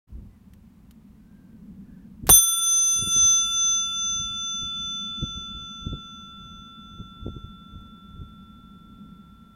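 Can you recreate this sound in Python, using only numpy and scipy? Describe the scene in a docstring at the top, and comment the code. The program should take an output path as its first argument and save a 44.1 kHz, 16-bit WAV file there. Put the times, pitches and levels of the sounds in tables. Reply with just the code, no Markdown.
"""A brass bicycle bell, close by, outdoors: a finger draws back the sprung lever, which ticks, and lets go.
The hammer strikes once and shakes the mount; the dome rings for seconds, its paired modes beating.
Wind buffets the microphone; birds call far off over a low rumble and faint hiss.
The camera's gain control ducks under the blow and creeps back."""
import sys
import numpy as np
from scipy import signal
from scipy.fft import rfft, irfft, next_fast_len
from scipy.io import wavfile
from scipy.ndimage import uniform_filter1d, minimum_filter1d, map_coordinates

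SR = 44100
rng = np.random.default_rng(int(sys.argv[2]) if len(sys.argv) > 2 else 0)


def store_wav(level_fs):
    """Save 16-bit WAV to argv[1]."""
    pcm = np.round(np.clip(np.atleast_2d(level_fs), -1, 1) * 32767)
    wavfile.write(sys.argv[1], SR, pcm.T.astype(np.int16))


N = 421155

BREEZE_DB = -55  # wind between gusts
# hammer contacts: (time [s], peak [dB], t60 [s], knock gain [dB])
BLOWS = [(2.2922, 0, .03, -11), (2.296, -3, .028, 1), (2.3024, -10, .03, -4)]


def bell(strike_s=2.292):
    """The struck dome rings freely; its three lowest modes swell and sink in level."""
    # dome modes, upper ones split by slight unevenness:
    # (frequency [Hz], level [dB], t60 [s], split [Hz], twin gain [dB], beat lag [s])
    dome = [ (1354.25, -31, 17.1, 0, -60, 0), (3501.2, -15.5, 8.9, 0, -60, 0),
            (6135.5, -5.2, 4.24, 2.46, -2, .2), (9218, -2.7, 1.55, 20.04, -4, -.015),
            (11400, -34, .25, 0, -60, 0), (12770, -6, .9, -15.3, -4, .05), (14113, -34, .6, 13, -6, 0),
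            (15374, -17, .85, -17.3, -5, .04), ]
    # faint partials, most at sums and differences of the modes as the thin shell bends far; same columns
    faint = [ (1421.9, -52, 19.5, 0, -60, 0), (2146.9, -67, 7.5, 0, -60, 0),
             (2708.5, -37.5, 8.7, 0, -60, 0), (4855.3, -42, 6.3, 0, -60, 0), (7002, -35.5, 5.3, 0, -60, 0),
             (7491, -42, 3, 2.38, -1.5, 0), (9638.8, -22, 3, 0, -60, 0), (12271, -27.5, 2.4, 4.93, -2, .01),
             ]
    # mode swells: (time [s], mode 1 gain [dB], mode 2 gain [dB], mode 3 gain [dB])
    swells = [(2.3, -3.5, -2, -10.5), (2.35, -3, 2.5, -2), (2.43, 7, 3.5, -2.5), (2.6, 8.5, 3.5, 3.5),
              (2.85, -4, -5.5, -3), (3.3, -1, -1, 1), (4.3, -1.5, 0, 1), (4.93, -1.5, 4.5, -.5),
              (6.3, 0, -1.5, 0)]
    t = np.maximum(clock() - strike_s, 0)
    swells_db = curves(swells)
    low_modes = sum(amp(db) * mode_pair(t, *mode) for mode, db in zip(dome, swells_db))
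    return low_modes + sum(mode_pair(t, *mode) for mode in dome[len(swells_db):] + faint)


def mode_pair(t, hz, db, t60_s, split_hz, twin_db, lag_s, rise_s=0.01, settle_s=0.5):
    """A mode and its twin beat; the rate settles as the wide first swing dies down."""
    beat_cycles = split_hz * (t - lag_s * (1 - np.exp(-t / settle_s)))
    pair = np.sin(2 * np.pi * hz * t) + amp(twin_db) * np.sin(2 * np.pi * (hz * t + beat_cycles))
    return amp(db) * pair * fade(t, t60_s) * (1 - np.exp(-t / rise_s))


def hammer():
    """The hammer lands and chatters on its stop."""
    # impact spectrum: (frequency [Hz], level [dB])
    crack = [(100, -9), (400, 10.5), (1000, 4), (2000, -9.5), (3200, -3.5), (6000, -7), (12000, -9),
             (16000, -13.5)]
    return clicks(BLOWS, crack, crest_db=5)


def knock(rise_s=0.00033):
    """Each blow shakes the bracket and handlebar."""
    # mount modes: (frequency [Hz], level [dB], t60 [s])
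    mount = [(47, -14, 0.25), (90, -11.5, 0.22), (180, -13, 0.053), (453, -19, 0.035), (797, -40, .1),
             (1035, -11.5, 0.036), (1760, -26, 0.043), (3177, -25, 0.082), (3805, -20, 0.069)]
    out, t = np.zeros(N), np.arange(SR // 2) / SR
    ring = sum((-1) ** k * amp(db) * np.sin(2 * np.pi * hz * t) * fade(t, t60_s)
               for k, (hz, db, t60_s) in enumerate(mount))
    for time_s, _, _, knock_db in BLOWS:
        add(out, time_s, amp(knock_db) * ring * (1 - np.exp(-t / rise_s)))
    return out


def lever():
    """Pivot, spring and fittings tick."""
    # contacts: (time [s], peak [dB], t60 [s])
    ticks = [(.5357, -37.5, .022), (.9098, -37, .03), (2.2687, -19, .04), (2.2824, -23, .025),
             (2.306, -21, .11), (6.069, -57, .02), (7.809, -54, .02), (8.289, -57, .02), (8.429, -57, .02)]
    # tick spectrum: (frequency [Hz], level [dB])
    steel = [(300, -27.5), (1000, -3.5), (1600, 4), (2300, -4), (3200, 1.5), (6500, -4.5), (10000, -3),
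             (13000, 0), (16000, -1.5)]
    return clicks(ticks, steel, crest_db=12)


def clicks(contacts, spectrum, crest_db):
    """Each contact of steel parts is a fast-decaying noise burst."""
    out, t = np.zeros(N), np.arange(SR // 4) / SR
    for time_s, peak_db, t60_s, *_ in contacts:
        add(out, time_s, amp(peak_db - crest_db) * noise(spectrum, len(t)) * fade(t, t60_s))
    return out


def gust_flow():
    """Flow strength at the microphone: one smooth swell per gust."""
    # gusts: (centre [s], length [s], level [dB])
    gusts = [(.21, 0.163, -41), (2.267, .05, -36), (3.027, 0.13, -42), (3.23, 0.14, -41.5),
             (4.2, 0.3, -44.5), (4.64, 0.098, -44.5), (4.82, .13, -46), (5.25, 0.095, -41.5),
             (5.37, .11, -43.5), (5.596, .18, -43.5), (5.908, .14, -36.5), (6.501, .35, -50.5),
             (6.997, 0.15, -44.5), (7.259, 0.16, -42.5), (7.44, 0.22, -47), (7.795, 0.181, -43),
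             (8.189, 0.133, -41)]
    t = clock()
    return sum(amp(db) * np.exp(-(2 * (t - centre_s) / length_s) ** 2)
               for centre_s, length_s, db in gusts)


def wind(flow, drift_db=1.5, lumpy_db=1.5):
    """Lumpy low turbulence on the microphone: drifting breeze plus gusts."""
    # turbulence spectrum: (frequency [Hz], level [dB])
    rumble = [(15, -30), (30, -15), (48, 3.5), (85, -0.5), (140, -8.5), (250, -20.5), (450, -31.5),
              (900, -53), (2000, -89.5)]
    breeze = amp(BREEZE_DB + drift_db * wobble(3.5))
    return np.hypot(breeze, flow) * unit(noise(rumble, N) * amp(lumpy_db * wobble(12)))


def eddies(flow, rate_hz=24, over_flow_db=6.5, scatter_db=3, half_swing_s=0.0031):
    """A few eddies thump; the rest are shed at random, scaled by the gust that carries them."""
    # square hits on the microphone port: (time [s], level [dB], half swing [s])
    thumps = [(2.24, -24.5, 0.0023), (2.991, -29.5, .001), (3.026, -20.5, 0.0019), (3.075, -21, 0.0016),
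              (3.166, -25, .0015), (4.625, -29.5, 0.0023), (5.229, -17, 0.002), (5.87, -19.5, 0.0022),
              (5.932, -21.5, 0.0012), (7.004, -26, 0.0019), (7.266, -20.5, .001), (7.283, -24, 0.001),
              (7.367, -26, .0019)]
    hits = [(time_s, amp(db), width_s) for time_s, db, width_s in thumps]
    for k, (jitter, size, stretch) in enumerate(rng.standard_normal(size=(600, 3))):
        time_s = (k + jitter / 2) / rate_hz
        strength = flow[int(time_s * SR)] if 0 < time_s * SR < N else 0
        if strength > amp(BREEZE_DB):
            gain = strength * amp(over_flow_db + scatter_db * size)
            hits.append((time_s, gain, half_swing_s * np.exp(0.16 * stretch)))
    out = np.zeros(N)
    for time_s, gain, width_s in hits:
        pulse = eddy(width_s)
        add(out, time_s - len(pulse) / 2 / SR, gain * pulse)
    return out


def eddy(half_swing_s, wake_db=-12):
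    """One pressure swing amid a short patch of turbulence."""
    # wake spectrum: (frequency [Hz], level [dB])
    churn = [(30, -10.5), (100, 4), (200, -2), (400, -12.5), (700, -36), (1500, -67)]
    t = np.arange(-SR // 20, SR // 20) / SR
    u = t / half_swing_s
    swing = -2 * u / (1 + u ** 2 / 2) ** 3
    patch = np.exp(-((t - .004) / .016) ** 2)
    return swing + amp(wake_db) * patch * noise(churn, len(t))


def birds():
    """Far calls swell and fade along a pitch arch; a hoarse throat scatters the pitch."""
    # calls: (start [s], length [s], pitch [Hz], arch [Hz], level [dB], hoarseness [Hz])
    calls = [(.29, .09, 1950, 60, -74, 25), (1.13, .54, 1450, 140, -71, 32),
             (1.79, .32, 1560, 80, -68.5, 110)]
    out = np.zeros(N)
    for start_s, length_s, hz, arch_hz, db, hoarse_hz in calls:
        arch = np.sin(np.pi * np.clip((clock() - start_s) / length_s, 0, 1))
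        pitch_hz = hz + arch_hz * arch + hoarse_hz * wobble(200)
        out += amp(db) * arch * np.sin(2 * np.pi * np.cumsum(pitch_hz) / SR)
    return out


def outdoors(rumble_gain_db=4, hiss_db=-69):
    """Hollow distant rumble and faint, even hiss."""
    # rumble envelope: (time [s], base level [dB])
    swell = [(0, -59.5), (1.1, -55.5), (1.75, -48.5), (3.5, -59.5), (4.3, -53.5), (5.1, -49.5), (5.7, -52),
             (8.5, -54), (9.1, -50), (9.55, -58.5)]
    # rumble spectrum: (frequency [Hz], level [dB])
    far = [(60, -11), (130, -11), (170, 3), (210, 6.5), (260, -5.5), (330, -17), (500, -25), (900, -50),
           (2000, -89)]
    # hiss spectrum: (frequency [Hz], level [dB])
    hiss = [(100, -4.5), (500, -4), (1000, -1.5), (1500, -7.5), (2500, -11), (5000, -17.5), (9000, -19),
            (15500, -17.5)]
    base_db, = curves(swell)
    rumble = amp(base_db + rumble_gain_db + 0.33 * wobble(3.6)) * noise(far, N)
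    return rumble + amp(hiss_db) * noise(hiss, N)


def gain_control(x, threshold_db=-17, duck_s=0.13, release_db_per_s=19.5):
    """Loud sound turns the gain down; it creeps back at a steady rate."""
    level_db = 10 * np.log10(np.abs(uniform_filter1d(x ** 2, size=441)) + 1e-12)
    excess_db = np.maximum(level_db - threshold_db, 0)
    recovery_db = release_db_per_s * clock()
    cut_db = np.maximum.accumulate(excess_db + recovery_db) - recovery_db
    window = np.clip(duck_s * SR - np.arange(SR // 2), 0, 1)
    return x * amp(-signal.fftconvolve(cut_db, window / window.sum())[:N])


def limiter(x, ceiling=0.78):
    """Holds the fast peaks that pass the gain control."""
    gain = ceiling / np.maximum(np.abs(x), ceiling)
    return x * uniform_filter1d(minimum_filter1d(gain, size=353), size=177)


def amp(db):
    """Decibels to gain."""
    return 10 ** (np.asarray(db) / 20)


def unit(x):
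    """Scale to rms 1."""
    return x / np.sqrt(np.mean(x ** 2) + 1e-20)


def clock():
    """Sample times [s]."""
    return np.arange(N) / SR


def curves(rows):
    """Per-sample curve for each column after the time."""
    time_s, *columns = np.transpose(rows)
    return [np.interp(clock(), time_s, column) for column in columns]


def wobble(knots_per_s):
    """Smooth random curve."""
    return map_coordinates(rng.standard_normal(4096), [clock() * knots_per_s], mode="wrap")


def noise(spectrum, size):
    """Noise of rms 1, shaped by (frequency [Hz], level [dB]) points."""
    hz, db = np.transpose(spectrum)
    n_fft = next_fast_len(size)
    bins_hz = np.fft.rfftfreq(n_fft, 1 / SR)
    gain = amp(np.interp(np.log(bins_hz + 1), np.log(hz), db))
    return unit(irfft(rfft(rng.standard_normal(n_fft)) * gain, n_fft)[:size])


def add(track, start_s, sound):
    """Mix a sound into the track."""
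    part = track[max(round(start_s * SR), 0):][:len(sound)]
    part += sound[:len(part)]


def fade(t, t60_s):
    """Free decay, 60 dB in t60_s."""
    return np.exp(-np.log(1000) * t / t60_s)


def scene():
    """Bell, background and wind at one microphone."""
    bicycle = bell() + lever() + hammer() + knock()
    flow = gust_flow()
    return (bicycle + outdoors() + birds() + wind(flow) + eddies(flow))[None]


def record(dry, top_hz=15900):
    """Camera input: brief silence and fade-in, gain control, limiter, band limit."""
    fade_in = np.clip((clock() - .07) / .02, 0, 1)
    x = limiter(gain_control(dry[0] * fade_in))
    n_fft = next_fast_len(N + SR // 2)
    passband = np.clip((top_hz - np.fft.rfftfreq(n_fft, 1 / SR)) / 200 + .5, 0, 1)
    return irfft(rfft(x, n_fft) * passband, n_fft)[None, :N]


dry = scene()
out = record(dry)
store_wav(out)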